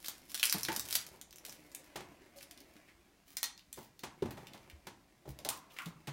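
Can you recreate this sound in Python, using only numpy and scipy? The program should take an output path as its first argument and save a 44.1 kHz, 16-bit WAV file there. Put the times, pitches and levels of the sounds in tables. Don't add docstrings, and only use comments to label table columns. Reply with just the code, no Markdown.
import sys
import numpy as np
from scipy import signal
from scipy.fft import rfft, irfft
from scipy.io import wavfile
from scipy.ndimage import uniform_filter1d

SR = 44100
rng = np.random.default_rng(int(sys.argv[2]) if len(sys.argv) > 2 else 0)


def persist_wave(psi):
    counts = np.round(np.clip(psi, -1, 1) * 32767).astype(np.int16)
    wavfile.write(sys.argv[1], SR, np.atleast_2d(counts).T)


N = 270156
TIME = np.arange(N) / SR
HZ = np.fft.rfftfreq(8192, 1 / SR)


def amp(db):
    return 10 ** (np.asarray(db) / 20)


def evened(x):
    return x / np.sqrt(np.mean(x ** 2) + 1e-20)


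def read(points, hz):
    point_hz, value = np.transpose(points)
    return np.interp(np.log(hz + 1), np.log(point_hz + 1), value)


def level(rows, attack_s, release_s):
    gain = np.zeros(N)
    for start, length, db in rows:
        build = np.clip((TIME - start) / attack_s, 0, 1)
        fade = np.exp(-np.maximum(TIME - start - length, 0) / release_s)
        gain += amp(db) * build * fade
    return gain


def add(mix, s, sound):
    part = mix[max(round(s * SR), 0):][:len(sound)]
    part += sound[:len(part)]


def colour(x, tone):
    gain = amp(read(tone, np.fft.rfftfreq(N, 1 / SR)))
    return evened(irfft(rfft(x) * gain, N))


def causal(gain):
    log_gain = np.log(np.maximum(gain, 1e-5))
    circle = np.concatenate([log_gain, log_gain[-2:0:-1]])
    return irfft(np.exp(np.conj(signal.hilbert(circle)))[:len(gain)])


def resonance(ring_hz, sharpness):
    return 1 / np.hypot(1, sharpness * (HZ / ring_hz - ring_hz / (HZ + 1)))


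def burst(decay, rise=0, count=4):
    t = np.arange(1, 2 * len(HZ) - 1) / SR
    build = 1 - np.exp(-t / max(rise, 1e-6))
    fall = np.exp(-t / max(decay, 1e-4)) * build
    x = rng.standard_normal(len(fall)) * fall
    for _ in range(count):
        flat = irfft(np.exp(1j * np.angle(rfft(x))))
        x = flat * np.sqrt(fall)
    return x / np.linalg.norm(x)


def snap(decay, ring_hz, ring_db, tone, crack):
    ring = 1 + (amp(ring_db) - 1) * resonance(ring_hz, sharpness=3)
    force = (burst(decay) + crack * burst(0.00075)) / np.hypot(1, crack)
    return signal.fftconvolve(force, causal(ring * amp(read(tone, HZ))))


def grains(per_s, spread_db):
    size = amp(spread_db * np.minimum(rng.exponential(1, N), 4))
    push = size * rng.standard_normal(N)
    happens = rng.random(N) < per_s / SR
    return push * happens


def sing(hz, width_hz):
    turn = np.exp(2j * np.pi * np.cumsum(hz * np.ones(N)) / SR)
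    r = np.exp(-np.pi * width_hz / SR)
    slow = signal.lfilter([1], [1, -2 * r, r * r], rng.standard_normal(N) / turn)
    return evened((slow * turn).real)


# frequency in Hz, time in seconds.
ROOM_FADE = [(150, 0.65), (400, 0.16), (1000, 0.44), (2800, 0.26), (7000, 0.26), (15000, 0.11)]


def room(x, wet_db, echo_db, count=3):
    out = x.copy()
    for k in range(count):
        hz, t, z = signal.stft(rng.standard_normal(SR // 2), SR, nperseg=256)
        fade = amp(-60 * t / read(ROOM_FADE, hz)[:, None])
        tail = signal.istft(z * fade, SR, nperseg=256)[1]
        tail *= np.minimum(np.arange(len(tail)) / SR / 0.001, 1)
        response = amp(wet_db) * tail / np.linalg.norm(tail)
        for delay, share in [(.0022, 0.96), (.0075, 1), (.0128, 1), (.0162, 0.56)]:
            add(response, delay, share * amp(echo_db) * burst(0.00039))
        place = np.cos(np.pi * (TIME / .11 + k / count)) * np.sqrt(2 / count)
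        out += signal.oaconvolve(x * place, response)[:N]
    return out


# frequency in Hz, gain in dB.
QUIET_TONE = [(20, -9.5), (55, 10.5), (100, -0.5), (200, 4.5), (320, -11.5), (500, -36.5), (1000, -10),
              (2200, -16.5), (5000, -14), (16000, -22.5)]


def room_tone():
    return amp(-71) * colour(rng.standard_normal(N), QUIET_TONE)


def uneven(x, patchy_db):
    z = signal.stft(x, SR, nperseg=1024)[2]
    patches = uniform_filter1d(rng.standard_normal(z.shape), size=4, axis=0)
    patches = evened(uniform_filter1d(patches, size=5, axis=1))
    return evened(signal.istft(z * amp(patchy_db * patches), SR, nperseg=1024)[1][:N])


# frequency in Hz, gain in dB.
CLOTH_TONE = [(60, -7.5), (200, -1.5), (330, 9), (460, -1.5), (580, 2), (800, -3.5), (1400, -9), (2200, -4),
              (3500, -14), (8000, -21), (16000, -23)]
# start in seconds, length in seconds, level in dB.
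ARM_REACHES = [(-.2, 0.52, -72), (.35, 0.58, -68.5), (1.3, 0.68, -70.5), (1.85, 0.92, -71),
               (4.1, 0.48, -69), (5.2, 1, -75)]
# start in seconds, length in seconds, level in dB.
HOLLOW_RUB = [(2.345, 0.028, -55.5)]
# start in seconds, strength in dB, ring in Hz, length setting in seconds.
HAND_SCUFFS = [(2.871, -21.5, 2040, 0.027), (4.249, -24, 2680, .012), (4.362, -21.5, 1850, 0.03),
               (5.697, -23, 2800, 0.021), (5.762, -14, 2110, 0.0095)]
REACH_ATTACK_S, REACH_RELEASE_S, RESTING_ARM_DB = 0.16, 0.1784, -75
RUB_HZ = 557


def cloth():
    threads = uneven(colour(grains(2500, 3), CLOTH_TONE), patchy_db=2.2)
    arm = amp(RESTING_ARM_DB) + level(ARM_REACHES, REACH_ATTACK_S, REACH_RELEASE_S)
    out = arm * threads
    out += level(HOLLOW_RUB, attack_s=0.022, release_s=.009) * sing(RUB_HZ, width_hz=31)
    for s, db, ring_hz, length in HAND_SCUFFS:
        band = resonance(ring_hz, sharpness=2.8)
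        scuff = signal.fftconvolve(burst(length, rise=length / 2), causal(band))
        add(out, s, amp(db) * scuff)
    return room(out, wet_db=-4, echo_db=-10.5)


# frequency in Hz, gain in dB.
FILM_TONE = [(60, -34), (300, -24), (700, -15.5), (1200, -10), (2500, -6.5), (5000, -4.5), (8000, -7),
             (11000, -4), (16000, -7)]
PANEL_LOW_HZ, PANEL_HIGH_HZ = 2300, 7950
SMALL_SNAPS_PER_S, SMALL_RING_DB = 37, 17.5


def small_snaps(count=8):
    out = np.zeros(N)
    for ring_hz in np.geomspace(PANEL_LOW_HZ, PANEL_HIGH_HZ, count):
        size = rng.uniform(0.33, 1, N)
        happens = rng.random(N) < SMALL_SNAPS_PER_S / count / SR
        one_snap = snap(0.0017, ring_hz, SMALL_RING_DB, FILM_TONE, crack=0.94)
        out += signal.oaconvolve(size * happens, one_snap)[:N]
    return out


# start in seconds, length in seconds, effort in dB.
WRAP_SQUEEZES = [(-.02, .28, -62), (.042, 0.04, -43.5), (.28, 0.029, -50), (.39, 0.21, -47.5),
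                 (.715, 0.038, -41), (.8, 0.19, -49.5), (1, 0.17, -62.5), (1.45, 0.091, -51),
                 (1.58, 0.34, -70.5), (2.36, 0.019, -49), (2.402, 0.012, -52), (2.46, .4, -77.5)]
# time in seconds, strength in dB, panel ring in Hz,
# ring height in dB (below zero is a dip), decay setting in seconds.
WRAP_SNAPS = [(0.0462, -18, 3460, 8.5, .004), (0.0836, -6.5, 6800, 0, .003), (0.345, -5, 4170, 6, 0.0028),
              (0.3519, -9, 3960, 3.5, 0.0028), (0.3769, -13.5, 6800, 2, 0.0016),
              (.3968, -12, 3050, 12, 0.0051), (0.4299, -5.5, 2780, 22, 0.0028), (0.437, 0.5, 3620, 0, .005),
              (.4551, 3.5, 3040, -7, 0.0017), (0.4703, -12, 5800, 8, .002), (.4971, -9.5, 6000, 13, 0.0039),
              (0.5259, 2.5, 8550, 1.5, .002), (0.6327, -16.5, 6160, 21, 0.0012),
              (0.65, -13, 3680, 14.5, 0.0028), (0.7633, -4, 6250, 2.5, 0.0036),
              (0.796, -4.5, 9000, 3.5, 0.0027), (.887, -13, 5000, 0, .006), (.9092, -9.5, 6160, 4.5, .0014),
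              (0.927, -6.5, 6070, 7.5, .005), (.951, -4.5, 5160, -4, 0.0069), (0.954, 2, 4830, 4, 0.0069),
              (1.066, -20, 5440, 4.5, 0.0045), (1.2139, -26, 6000, 18.5, 0.0012),
              (1.3088, -32.5, 5040, 12, 0.0011), (1.3276, -27.5, 5500, 10, .002),
              (1.3594, -27.5, 7200, 8, .002), (1.384, -26.5, 5360, 8.5, 0.0012),
              (1.451, -14.5, 5130, 1.5, 0.0033), (1.4953, -24.5, 5850, 12.5, .002),
              (1.7174, -38, 6630, 16, .0007), (1.7487, -14.5, 8350, 7, .003),
              (2.511, -19.5, 4270, -1.5, 0.0037), (2.576, -35, 3620, 16, .005),
              (2.6044, -31, 3650, 9.5, .003), (2.7656, -40.5, 1980, 23, 0.0055)]
SQUEEZE_ATTACK_S, SQUEEZE_RELEASE_S = 0.0045, 0.018
CRACKLE_DB, SMALL_SNAP_DB = -4, 18.5


def wrap():
    crackle = amp(CRACKLE_DB) * colour(grains(600, 5.8), FILM_TONE)
    crackle += amp(SMALL_SNAP_DB) * small_snaps()
    out = level(WRAP_SQUEEZES, SQUEEZE_ATTACK_S, SQUEEZE_RELEASE_S) * crackle
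    for s, db, ring_hz, ring_db, decay in WRAP_SNAPS:
        add(out, s, amp(db) * snap(decay, ring_hz, ring_db, FILM_TONE, crack=0.72))
    return room(out, wet_db=-3.0, echo_db=-10)


# frequency in Hz, gain in dB.
TABLE_BALANCE = [(60, 12), (250, 1.5), (370, 4.5), (520, -2), (900, 2.5), (1200, -3.5), (2500, -1),
                 (6000, 5.5), (16000, 11)]


def table_top(low_hz, dull_hz):
    bass_cut = 1 + (low_hz / (HZ + 1)) ** 4
    treble_cut = 1 + (HZ / dull_hz) ** 3.38
    return causal(amp(read(TABLE_BALANCE, HZ)) / np.sqrt(bass_cut * treble_cut))


# start in seconds, strength in dB, decay in seconds.
TABLE_JOSTLES = [(.74, -57.5, 0.23), (4.27, -53, 0.21)]
# time in seconds, strength in dB, frequency in Hz above which it is dull, decay setting in seconds.
TABLE_KNOCKS = [(0.081, -19.5, 3000, 0.007), (0.542, -4, 1170, 0.0067), (0.554, -1, 316, 0.0073),
                (.683, -1, 1450, .009), (.718, -9.5, 2000, 0.0042), (1.127, -16.5, 910, 0.029),
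                (1.479, -18.5, 1060, 0.0099), (1.956, -5.5, 1940, 0.0089), (2.004, -13, 1510, 0.0065),
                (3.771, -8, 830, 0.015), (4.033, -6, 2000, 0.009), (4.223, 6, 410, 0.0066),
                (4.256, -0.5, 550, 0.0062), (4.372, -12, 1090, 0.0114), (4.54, -14.5, 1150, 0.0136),
                (4.868, -11, 2060, 0.0055), (5.252, -12, 592, 0.013), (5.272, -3.5, 330, .013),
                (5.4503, -4.5, 640, 0.01), (5.863, -8, 390, 0.0082), (6.071, -7, 1640, 0.014)]
# time in seconds, peak of the swell in dB, note in Hz, decay in seconds.
TABLE_THUMPS = [(0.547, -34.5, 189, 0.0043), (0.683, -38.5, 334, 0.013), (.69, -37, 891, 0.021),
                (1.956, -50.5, 361, 0.058), (4.221, -28, 398, 0.0039), (4.224, -39, 264, 0.012),
                (4.238, -43, 102, 0.03), (4.728, -48.5, 72, 0.02), (5.283, -42.5, 135.5, 0.023),
                (5.289, -49.5, 65, 0.035), (5.859, -39, 168, 0.019), (5.947, -55, 158.5, 0.028),
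                (6.075, -40, 140, 0.039)]
KNOCK_LOW_HZ, KNOCK_RISE = 188.4, .4
JOSTLE_LOW_HZ, JOSTLE_DULL_HZ, JOSTLE_ATTACK_S = 130, 810, 0.014


def table():
    touch = table_top(JOSTLE_LOW_HZ, JOSTLE_DULL_HZ)
    bumps = evened(signal.oaconvolve(grains(500, 6.8), touch)[:N])
    out = np.zeros(N)
    for s, db, decay in TABLE_JOSTLES:
        out += bumps * level([(s, 0, db)], JOSTLE_ATTACK_S, decay)
    for s, db, dull_hz, decay in TABLE_KNOCKS:
        contact = burst(decay, rise=KNOCK_RISE * decay)
        add(out, s, amp(db) * signal.fftconvolve(contact, table_top(KNOCK_LOW_HZ, dull_hz)))
    out = room(out, wet_db=-1.5, echo_db=-12.5)
    t = np.arange(SR // 3) / SR
    for s, db, hz, decay in TABLE_THUMPS:
        swell = np.exp(-t / decay) * (1 - np.exp(-t / 0.0074)) ** 2
        add(out, s, amp(db) * swell / swell.max() * np.sin(2 * np.pi * hz * t))
    return out


# start in seconds, length in seconds, level in dB.
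STROKES = [(3.255, 0.1, -63.5), (3.75, 0.1, -57.5), (4.29, .15, -75), (5.27, 0.023, -53.5),
           (5.5, 0.077, -59.5), (5.7, 0.19, -64.5)]
# frequency in Hz, gain in dB.
PLASTIC_TONE = [(60, -16), (500, -14.5), (1000, -15), (2000, -4.5), (5000, -3), (8000, -7), (12000, -4.5),
                (16000, -1.5)]
# note in Hz, level in dB, seconds to fade by 60 dB.
SHELL_NOTES = [(1400, -25, 0.093), (1890, 0, 0.057), (3620, 5, 0.041), (4260, 6.5, 0.057),
               (5300, -3, 0.046), (6040, -3, 0.064)]
# time in seconds, strength in dB,
# ring in Hz, ring height in dB (below zero is a dip), decay setting in seconds.
TOY_CLICKS = [(0.685, -25.5, 1700, 34, 0.013), (3.3695, -9.5, 6900, 7.5, 0.0069),
              (3.4303, -0.5, 4200, -3, 0.0023), (3.431, -25, 796, 20, .005),
              (3.4404, -12.5, 5740, 12.5, 0.0089), (3.5775, -43.5, 3770, 28, 0.0017),
              (3.594, -43, 3750, 23, 0.0017), (3.7285, -24.5, 8660, 17.5, 0.0037),
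              (3.9931, -25.5, 5000, 5, 0.0067), (4.223, -47.5, 3400, 31.5, 0.0051),
              (4.308, -23.5, 1530, 13, 0.02), (4.372, -44, 1300, 29, .008), (4.47, -31, 3100, 17.5, 0.0071),
              (4.5346, -33.5, 3340, 18, 0.0072), (4.577, -46, 3400, 24, .003), (4.631, -52, 2220, 29, .006),
              (4.699, -34, 2130, 21, 0.0083)]
# time in seconds, strength in dB,
# ring in Hz, ring height in dB, decay setting in seconds.
RIM_SLIPS = [(5.3892, -24.5, 4400, 6.5, 0.0023), (5.449, -13.5, 4000, 9.5, 0.0073),
             (5.489, -5.5, 9150, 7.5, 0.0065), (5.5287, -26.5, 2800, 12, .003),
             (5.7872, -35.5, 2100, 36, 0.0015), (5.7927, -36, 4500, 7, .0015),
             (5.82, -30, 1970, 18.5, 0.0037), (5.8583, -25, 3400, 13, 0.011),
             (6.0724, -32.5, 2670, 24, 0.0063)]
# frequency in Hz, gain in dB.
RIM_BALANCE = [(60, -31), (600, -7), (2000, -2.5), (12000, -4.5), (16000, -5)]
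FINGER_ATTACK_S, FINGER_RELEASE_S = 0.029, 0.014
SHELL_DB = -12


def hard_plastic():
    hiss = colour(grains(1500, 5), PLASTIC_TONE)
    out = level(STROKES, FINGER_ATTACK_S, FINGER_RELEASE_S) * hiss
    t = np.arange(SR // 4) / SR
    ring = np.zeros(len(t))
    for hz, db, t60 in SHELL_NOTES:
        ring += amp(db) * np.exp(-np.log(1000) * t / t60) * np.sin(2 * np.pi * hz * t)
    ring /= np.linalg.norm(ring)
    for s, db, ring_hz, ring_db, decay in TOY_CLICKS:
        add(out, s, amp(db) * snap(decay, ring_hz, ring_db, PLASTIC_TONE, crack=0.67))
        add(out, s, amp(db + SHELL_DB) * ring)
    for s, db, ring_hz, ring_db, decay in RIM_SLIPS:
        add(out, s, amp(db) * snap(decay, ring_hz, ring_db, RIM_BALANCE, crack=0.35))
    return room(out, wet_db=-3.5, echo_db=-11.5)


# time in seconds, note in Hz.
AIR_NOTE = [(5.39, 516), (5.44, 556), (5.455, 714), (5.489, 745), (5.51, 1000), (5.77, 1160), (5.79, 1320),
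            (5.86, 1180)]
# start in seconds, length in seconds, level in dB.
RIM_PRIES = [(5.388, .008, -56.5), (5.45, 0.069, -50), (5.6, 0.35, -71.5), (5.784, .008, -50.5)]
PRY_ATTACK_S, PRY_RELEASE_S = 0.0032, 0.036


def cavity():
    note = np.interp(TIME, *np.transpose(AIR_NOTE))
    air = level(RIM_PRIES, PRY_ATTACK_S, PRY_RELEASE_S) * sing(note, width_hz=390)
    return room(air, wet_db=-6.5, echo_db=-9)


def scene():
    return (room_tone() + wrap() + hard_plastic() + table() + cavity() + cloth())[None]


EDGE_HZ = 16000


def record(dry):
    low_pass = signal.firwin(401, EDGE_HZ, window=("kaiser", 8), fs=SR)
    return signal.oaconvolve(dry, low_pass[None], "same")


dry = scene()
out = record(dry)
persist_wave(out)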